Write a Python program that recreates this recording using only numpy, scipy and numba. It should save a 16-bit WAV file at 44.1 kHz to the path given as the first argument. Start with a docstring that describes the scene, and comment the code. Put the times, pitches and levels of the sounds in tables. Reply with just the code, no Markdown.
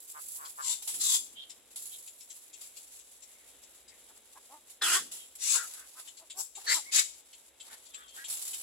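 """Egret chicks in a stick nest

Up in a leafy tree, close to a two-port microphone: harsh, hissing squawks buzz through moving throat
resonances, and short begging notes tick as a few rasping cycles. Grunts and whines, buzzes through one
resonance, come from the colony near and far. Twigs and leaves crackle underfoot in showers of tiny grains,
and a bill clicks once, sharply; the trees return a thin echo, and filtered noise makes the outdoor air."""
import sys
import numpy as np
from scipy import signal
from scipy.fft import rfft, irfft, next_fast_len
from scipy.io import wavfile
from scipy.ndimage import uniform_filter1d
from numba import njit

SR = 44100
rng = np.random.default_rng(int(sys.argv[2]) if len(sys.argv) > 2 else 0)


def wav_out(sig):
    """Save sig, one row per channel (or a flat mono array), as 16-bit PCM at SR to the path in sys.argv[1]."""
    wavfile.write(sys.argv[1], SR, np.round(np.clip(np.atleast_2d(sig).T, -1, 1) * 32767).astype(np.int16))


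N = 380141   # samples

# Levels in all tables are those at the source, ahead of leaf reflections and microphone ports.
# squawks close by: start_s, attack_s, hold_s, hiss_lag_s, hiss_db, hiss_swell_db_per_s,
# hiss_tilt_db_per_octave, roughness (0-1), nominal_pitch_hz (picks the harmonic that follows the throat),
# chest_db (relative to the lower resonance), left_lead_s, hiss_left_minus_right_db
SQUAWKS = [(0.579, 0.11, 0.04, 0.0011, -39, 17.5, 1.5, 0.4, 471, -19, 0.00007, -1.5),
           (0.988, 0.025, 0.14, 0.0016, -33.5, 30, 2.5, 0.51, 490, -37.5, 0.00012, -0.5),
           (4.809, .015, 0.13, 0.004, -34.5, 51, 0, 0.68, 375, -18, 0.0000075, -4),
           (5.37, 0.1, 0.087, 0.0016, -34, 62, 0, 0.44, 504, -29, 0.0001, 1),
           (6.357, 0.042, 0.0052, 0.001, -40, 20.5, 8, 0.5, 300, -22, 0.00008, 4.5),
           (6.658, 0.023, 0.057, 0.018, -35.5, 89, -0.5, 0.7, 485, -23, 0.00044, -1),
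           (6.907, 0.042, 0.04, 0.00069, -29, 1, -1.5, .8, 350, -26, 0.0004, 1.5)]
# how the throat moves, one list per squawk: time_s, lower_hz, lower_db, upper_hz, upper_db
THROATS = [
    [(.65, 1022, -55, 3700, -55), (.74, 898, -61, 3640, -45)],
    [(1.02, 1250, -64, 4100, -45), (1.15, 1006, -55.5, 3310, -40.5)],
    [(4.815, 1673, -36.5, 3780, -34.5), (4.843, 1331, -39, 3120, -35.5), (4.895, 1415, -37.5, 2790, -37.5),
     (4.952, 1544, -35.5, 3140, -35), (4.985, 1576, -31, 3600, -34)],
    [(5.43, 2043, -56, 5950, -43), (5.5, 2326, -49, 6200, -36.5), (5.56, 2202, -55, 6560, -37)],
    [(6.39, 898, -56.5, 4550, -74)],
    [(6.682, 1741, -39, 4300, -34.5), (6.703, 1916, -34.5, 4350, -32), (6.732, 1970, -33, 4470, -36.5),
     (6.748, 1882, -54, 3780, -39)],
    [(6.93, 2307, -43, 4660, -36.5), (6.995, 2047, -35.5, 4870, -51)],
]
# spectrum of the hiss before its tilt: frequency_hz, relative_db
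HISS_SPECTRUM = [(2200, -8.5), (3500, -1), (5000, 1), (6200, 2), (8000, 3.5), (9500, -2.5), (11500, -7),
                 (13500, -12), (16000, -19)]
# spectrum of the hard membrane claps: frequency_hz, relative_db
RASP_SPECTRUM = [(650, 12.5), (1250, 23.5), (2300, 14), (7000, 2)]
VOICE_RELEASE_DB_PER_S, HISS_RELEASE_DB_PER_S = 440, 357

# short begging notes: time_s, rasp_peak_db, resonance_hz
TICKS = [(0.45, -52.5, 4900), (1.496, -51.5, 5340), (2.073, -53.5, 7050), (2.205, -58, 5410),
         (2.2998, -52.5, 6360), (2.532, -54.5, 6140), (2.764, -55, 4400), (2.992, -60, 6200),
         (3.2209, -59, 5600), (3.6318, -60.5, 6000), (3.88, -59, 5000), (6.074, -53, 3400),
         (6.17, -56.5, 4530), (6.3, -50, 3440), (6.552, -49.5, 6760), (7.3292, -57.5, 3200),
         (7.6, -55, 3260), (7.859, -62, 4600), (7.939, -51, 3100), (8.079, -61.5, 4400),
         (8.242, -48.5, 3300), (8.532, -48, 3180)]
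# spectrum of their breathy rasp: frequency_hz, relative_db
TICK_SPECTRUM = [(1200, -44), (2200, -4), (3500, 1.5), (5500, -6.5), (7500, 6), (9500, -5.5), (15000, -84)]

# grunts, whines and rasps all around: middle_s, length_s, level_db, resonance_hz,
# roughness (limited to 0-1 in the voice), pitch_hz, glide_octaves_per_s, left_lead_ms
COLONY = [(0.172, 0.064, -49, 1180, 0.42, 152, -0.5, -0.31),
          (0.432, 0.1, -47.5, 1158, 0.3, 150.3, -0.5, -0.39),
          (0.607, 0.06, -44, 1160, 0.27, 148.5, 0, -0.34), (0.887, 0.033, -53, 940, 0.2, 190.7, -3, -0.26),
          (1.404, 0.1, -50.5, 3400, .7, 493.5, 1.5, -0.14),
          (1.938, 0.074, -54.5, 3620, 0.7, 526, 0.5, -0.1), (2.617, 0.4, -70, 2280, 0.32, 438, 0.5, 0.32),
          (3.352, 0.4, -72, 2100, 0.5, 418, 0, .4), (3.928, 0.13, -69, 2097, 0.45, 455, -0.5, 0.42),
          (4.109, 0.029, -62.5, 874, 0.88, 291, -1.5, .05),
          (4.374, 0.039, -56.5, 920, 0.85, 310.3, 1.5, 0.057),
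          (4.543, 0.093, -54.5, 835, 0.32, 290.3, 2, 0.1), (4.972, 0.046, -35.5, 1130, 0.2, 376.3, 1, 0.04),
          (5.211, 0.11, -58, 3174, 0.4, 553, 0, 0.17), (5.558, 0.048, -43, 1060, 0.5, 538.5, -5.5, 0.13),
          (5.594, 0.13, -43, 1480, 0.65, 485.6, 0.5, -0.65),
          (5.796, 0.15, -58, 1250, 1.2, 320, -0.5, -0.68),
          (5.986, 0.067, -56.5, 1200, 0.4, 255.4, 0.5, .07),
          (6.228, 0.0517, -60.5, 694, 0.7, 327, -1.5, 0.033),
          (6.388, 0.079, -53, 753, 0.47, 386.3, 1.5, 0.095), (6.583, 0.033, -53, 780, 0.37, 397, 4, .09),
          (6.762, 0.083, -44, 997, 0.36, 322, -2, 0.11),
          (6.888, 0.0625, -52.5, 2250, 0.15, 1114, -1, -0.59), (7.722, 0.091, -58, 1510, 1, 403.5, 2, .43),
          (8.011, 0.16, -59, 1370, 0.5, 393, -1, 0.39), (8.063, 0.48, -64.5, 3280, .5, 552, -0.5, -0.32),
          (8.203, 0.082, -49, 1620, 0.3, 276, 2.5, 0.41)]

# a chick shifts its feet and wings: start_s, rise_s, level_db, fade_s (to 1/e), tilt_db_per_octave
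SHUFFLES = [(0, 0.005, -50.5, 0.67, 5), (0.15, 0.15, -42.5, 0.13, 7), (0.78, 0.14, -43, 0.12, 4),
            (1.745, 0.084, -47.5, 0.37, 4), (2.55, 0.052, -58.5, 1.7, 1.5), (5.55, 0.12, -47, 0.21, 0),
            (5.94, 0.054, -56, 0.15, -1.5), (6.52, 0.13, -50, 0.098, -2.5), (7.601, 0.11, -52.5, 0.07, -3),
            (8.099, 0.11, -49, 0.254, -1), (8.26, 0.077, -39, 0.067, 1.5), (8.39, 0.036, -39, 0.19, 2)]
# twigs that give way, and at 6.96 s a sharp bill click: start_s, peak_db, fade_s (to 1/e)
SNAPS_AND_CLICK = [(0.822, -43, 0.015), (0.874, -37, 0.045), (0.94, -40.5, 0.0221), (1.759, -43.5, 0.0238),
                   (2.61, -49.5, 0.0375), (4.696, -53, 0.0278), (5.114, -45, 0.0718), (5.352, -48.5, 0.012),
                   (6.96, -20.5, .002), (8.283, -41, .012), (8.299, -38, 0.018), (8.539, -41, 0.0106)]
# the nest platform flexes under a chick's weight: start_s, level_db, fade_s (to 1/e; the rise is a quarter)
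THUDS = [(0.899, -63, 0.33), (4.975, -57.5, 0.083)]
# spectrum of crackling leaves before any tilt, also of the bill click: frequency_hz, relative_db
LEAF_SPECTRUM = [(150, -35), (300, -16), (900, -2.5), (1700, -8), (3500, 1), (6000, 3), (8000, 5.5),
                 (11000, 3), (13000, -1.5), (16000, -9)]
REST_DB = -61   # faint rustle of the nest between the moves, before its unevenness
TILT_PIVOT_HZ = 7000

# spectrum of the outdoor air: frequency_hz, relative_db
AIR_SPECTRUM = [(25, -22), (59, 2), (85, -7.5), (125, -10), (160, -21.5), (222, -5), (520, -0.5),
                (1220, -10), (3000, -6.5), (3900, -3.5), (6600, -120)]
AIR_DB, AIR_WANDER_DB = -68.5, 1.2

# resonances of the two microphone ports: centre_hz, width_hz, gain_db
LEFT_PORT = [(7524, 1460, 11.5), (10980, 6230, -10.5)]
RIGHT_PORT = [(10650, 3250, 13), (7100, 7330, -8.5)]
CUTOFF_HZ = 15900


def squawks(lower_width_hz=430, upper_width_hz=620, rasp_db=-1.0, third_ratio=1.37, third_db=-7.5,
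            third_width_hz=1300, tail_s=.13, waver=.025, judder_db=1.5):
    """The buzz rings in the chest and three moving throat resonances; the puffs hiss through the open bill."""
    out = np.zeros((2, N))
    for squawk, throat in zip(SQUAWKS, THROATS):
        start, attack, hold, lag, hiss_db, opening, tilt, rough, pitch_hz, chest_db, lead, pan_db = squawk
        t = np.arange(int((attack + hold + tail_s) * SR)) / SR
        lower, lower_db, upper, upper_db = along(throat, start + t)
        effort = swell(t, attack, hold, VOICE_RELEASE_DB_PER_S)
        from_middle = np.minimum(t - attack, hold) - hold / 2
        gape = swell(t - lag, attack, hold, HISS_RELEASE_DB_PER_S)
        gape = gape * from_db(opening * np.maximum(from_middle, -hold / 2))

        bend = 2 ** (waver * drift(len(t), 40))
        lower_hz, upper_hz = lower * bend, upper * bend
        rough = np.clip(rough, 0, 1)
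        # the throat pulls the nearest harmonic along with it
        pitch = lower_hz / np.round(lower.mean() / pitch_hz)
        buzz, puffs = syrinx(pitch, rough)
        damping = rough + .5   # a harsh call has a wide open, damped throat

        low = formant(buzz, lower_hz, lower_width_hz * damping)
        chest = evened(high_pass(resonate(buzz, pitch, 105), 270))
        low += from_db(chest_db) * chest
        claps, _ = syrinx(pitch, rough, shimmer_db=6, air=0.51)   # now and then the membranes clap hard
        low += from_db(rasp_db) * rough * coloured(claps, RASP_SPECTRUM)

        high = formant(buzz, upper_hz, upper_width_hz * damping)
        high = high + from_db(third_db) * formant(buzz, third_ratio * upper_hz, third_width_hz)
        tone = effort * (from_db(lower_db) * low + from_db(upper_db) * high)

        breath = puffs * rng.standard_normal((2, len(t)))
        spray = gape * from_db(hiss_db) * coloured(breath, tilted(HISS_SPECTRUM, tilt))
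        judder = from_db(judder_db * drift(len(t), 224.6))
        ears = two_ears(tone, lead) + spray * from_db([[pan_db / 2], [-pan_db / 2]])
        add(out, start, among_leaves(judder * ears))
    return out


def syrinx(pitch, rough, jitter=0.22, shimmer_db=2.0, closing=2.04, air=1.0):
    """Membranes slap unevenly and let out a puff of air each cycle: returns the buzz and the puffs' envelope."""
    n = len(pitch)
    turns = np.cumsum(pitch * np.exp(jitter * rough * drift(n, 500))) / SR
    chance = np.clip(rng.standard_normal(n)[turns.astype(int)], -2, 2)   # one draw per cycle
    force = from_db(shimmer_db * rough * chance)
    slaps = rms_one(np.diff(np.floor(turns), prepend=0) * force)
    puffs = rms_one(np.exp(-closing * (turns % 1)) * force)
    return slaps + air * rough * puffs * rng.standard_normal(n), puffs


def ticks(pitch_hz=480, rough=0.64, ring_db=-2.0, width_hz=600, rise_s=0.0095, sharpness=1.08):
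    """A begging note is a few rasping cycles, quick to start."""
    out = np.zeros((2, N))
    age = np.arange(int(.07 * SR)) / (rise_s * SR)   # in rise times
    envelope = (age * np.exp(1 - age)) ** abs(sharpness)
    for s, db, hz in TICKS:
        buzz, puffs = syrinx(np.full(len(age), float(pitch_hz)), rough)
        rasp = evened(coloured(puffs * rng.standard_normal(len(age)), TICK_SPECTRUM))
        ring = evened(resonate(buzz, np.full(len(age), float(hz)), width_hz))
        note = from_db(db) * envelope * (rasp + from_db(ring_db) * ring)
        add(out, s - .003, among_leaves(note))
    return out


def colony(width_share=0.079, arch=.16, pitch_db=0.5, waver=0.028, flutter_db=2.0):
    """Each call swells and fades unsteadily, its pitch gliding and arching with the effort, in one resonance."""
    out = np.zeros((2, N))
    for middle, length, db, hz, rough, pitch_hz, glide, lead_ms in COLONY:
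        effort = np.sin(np.linspace(0, np.pi, int(1.4 * length * SR)))
        t = (np.arange(len(effort)) - len(effort) / 2) / SR
        bend = (1 + arch * (effort - 1) + waver * drift(len(t), 50)) * 2 ** (glide * t)
        buzz, _ = syrinx(pitch_hz * bend, np.clip(rough, 0, 1), jitter=0.12)
        width = (width_share * hz + 400) * abs(rough) + 250
        call = formant(buzz, hz * bend, width)
        # a weak low band at the fundamental, or at 350 Hz for deeper voices
        low_band = formant(buzz, max(pitch_hz, 350) * bend, width / 2)
        call = call + from_db(pitch_db) * (pitch_hz / hz) ** 2 * low_band
        level = from_db(db + flutter_db * drift(len(t), 89)) * effort ** 2
        add(out, middle + t[0], among_leaves(two_ears(level * call, lead_ms / 10 ** 3)))
    return out


def nest(grains_per_s=400, swish=0.97, uneven_db=3.0, thud_hz=280, thud_width_hz=160):
    """Moves rustle and settle; twigs slip in bursts of crackle, a bill clicks; the platform creaks dully."""
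    out = from_db(REST_DB) * crackle(N, grains_per_s, swish)
    for s, rise, db, fade, tilt in SHUFFLES:
        age = np.arange(int((rise + 4 * fade) * SR))[:N] / SR
        rustle = swell(age, rise, 0, 20 / np.log(10) / fade) * crackle(len(age), grains_per_s, swish, tilt)
        add(out, s, among_leaves(from_db(db) * rustle, scatter_db=-7.0))
    out *= from_db(uneven_db * drift(N, 30))
    for s, db, fade in SNAPS_AND_CLICK:   # the bill click is the same kind of burst, but very short
        age = np.arange(int(4 * fade * SR)) / SR
        burst = evened(crackle(len(age), per_s=2600, smooth=1.0))
        add(out, s, among_leaves(from_db(db) * np.exp(-age / fade) * burst))
    for s, db, fade in THUDS:
        age = np.arange(int(4 * fade * SR)) / SR
        flex = resonate(rng.standard_normal(len(age)), np.full(len(age), float(thud_hz)), thud_width_hz)
        add(out, s, from_db(db) * swell(age, fade / 4, 0, 20 / np.log(10) / fade) * rms_one(flex))
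    return out


def crackle(n, per_s, smooth, tilt=0):
    """Grains of noise of all sizes, as of tiny fractures in dry leaves and bark, over a steady swish."""
    grains = (rng.random(n) < per_s / SR) * rng.exponential(1, n)
    # each grain dies away over 5.6 ms
    scatter = rms_one(signal.lfilter([1], [1, -np.exp(-1 / (0.0056 * SR))], grains + 1e-18))
    return coloured((scatter + smooth) * rng.standard_normal((2, n)), tilted(LEAF_SPECTRUM, tilt))


def among_leaves(x, t60=.06, scatter_db=4.0, lowest_hz=2300):
    """Every perch has its own pattern of reflections from the nearest leaves."""
    out = echoes(x, t60, scatter_db, lowest_hz)
    out[:, :x.shape[-1]] += x
    return out


def echoes(x, t60, db, lowest_hz):
    """Dense scatter off foliage, different at each ear; long waves pass the leaves by."""
    age = np.arange(int(t60 * SR)) / SR
    tail = high_pass(rng.standard_normal((2, len(age))) * from_db(-60 * age / t60), lowest_hz)
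    tail *= from_db(db) / np.sqrt(np.sum(tail ** 2, axis=1, keepdims=True))
    return signal.fftconvolve(np.atleast_2d(x), tail, axes=1)


def outdoor_air(side_db=-5.5):
    """Slowly wandering noise, a shared middle and a weaker part of opposite sign at the two ears."""
    mid, side = coloured(rng.standard_normal((2, N)), AIR_SPECTRUM)
    level = from_db(AIR_DB + AIR_WANDER_DB * drift(N, 3.95))
    return level * (mid + from_db(side_db) * side * [[1], [-1]])


def two_ears(x, lead_s):
    """A sound from one side reaches the left ear earlier or later than the right."""
    t = np.arange(len(x)) / SR
    return np.array([x, np.interp(t - lead_s, t, x)])


@njit
def resonate(x, hz, width):
    """A two-pole resonance whose centre moves, its bandwidth set in Hz."""
    y, r = np.zeros(len(x)), np.exp(-np.pi * width / SR)
    for i in range(2, len(x)):
        drive = (1 - r * r) / 2 * (x[i] - x[i - 2])
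        y[i] = drive + 2 * r * np.cos(2 * np.pi * hz[i] / SR) * y[i - 1] - r * r * y[i - 2]
    return y


def formant(x, hz, width):
    """A moving resonance with steep skirts, at an even level."""
    return evened(resonate(resonate(x, hz, width), hz, width))


def evened(x, window_s=0.0121):
    """Hold the level at 1 and keep the fast flutter."""
    return x / np.sqrt(np.abs(uniform_filter1d(x * x, int(window_s * SR))) + 1e-12)


def swell(age, attack, hold, release_db_per_s):
    """A smooth rise, a hold and a steady dying away."""
    rise = np.sin(np.pi / 2 * np.clip(age / attack, 0, 1)) ** 2
    return rise * from_db(-release_db_per_s * np.maximum(age - attack - hold, 0))


def drift(n, rate):
    """Random values of spread about 1, drawn rate times a second and joined by straight lines."""
    knots = np.arange(n) * rate / SR
    return np.interp(knots, np.arange(n // 8 + 2), rng.standard_normal(n // 8 + 2))


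def coloured(x, spectrum):
    """Give x a spectrum, rolled off beyond both ends; rms 1."""
    hz, db = np.transpose(spectrum)
    n = next_fast_len(x.shape[-1])
    f = np.fft.rfftfreq(n, 1 / SR) + 1   # keeps the logarithm finite
    gain = from_db(np.interp(np.log(f), np.log(hz), db))
    gain = gain * np.minimum(f / hz[0], 1) ** 2 * np.minimum(hz[-1] / f, 1)
    return rms_one(irfft(rfft(x, n) * gain, n)[..., :x.shape[-1]])


def tilted(spectrum, db_per_octave):
    """The same spectrum, brighter or duller."""
    return [(hz, db + db_per_octave * np.log2(hz / TILT_PIVOT_HZ)) for hz, db in spectrum]


def high_pass(x, hz):
    """Thin out the lows at 12 dB per octave."""
    return signal.sosfilt(signal.butter(2, hz, "high", fs=SR, output="sos"), x)


def from_db(db):
    """Decibels to amplitude."""
    return 10 ** (np.asarray(db) / 20)


def rms_one(x):
    """Scale to an rms of 1."""
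    return x / np.sqrt(np.mean(x ** 2) + 1e-20)


def along(rows, t):
    """The columns of a curve at times t."""
    s, *columns = np.transpose(rows)
    return [np.interp(t, s, c) for c in columns]


def add(out, s, x):
    """Mix x in from time s on."""
    i = max(int(s * SR), 0)
    out[:, i:i + x.shape[-1]] += x[..., :N - i]


def scene():
    """Birds and nest, the thin echo of the trees around, and the outdoor air."""
    dry = squawks() + ticks() + colony() + nest()
    trees = echoes(dry, t60=0.42, db=-12.0, lowest_hz=2770)[:, :N]
    return dry + trees + outdoor_air()


def port(x, resonances):
    """Peaks and dips of one microphone port."""
    for hz, width, db in resonances:
        w, a = 2 * np.pi * hz / SR, from_db(db / 2)
        damp = np.sin(w) * width / hz / 2
        zeros = [1 + damp * a, -2 * np.cos(w), 1 - damp * a]
        poles = [1 + damp / a, -2 * np.cos(w), 1 - damp / a]
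        x = signal.lfilter(zeros, poles, x)
    return x


def record(dry):
    """Each microphone port rings at its own pitch; a steep low-pass cuts the top."""
    heard = np.array([port(dry[0], LEFT_PORT), port(dry[1], RIGHT_PORT)])
    return signal.sosfilt(signal.ellip(12, .1, 80, CUTOFF_HZ, fs=SR, output="sos"), heard)


dry = scene()
out = record(dry)
wav_out(out)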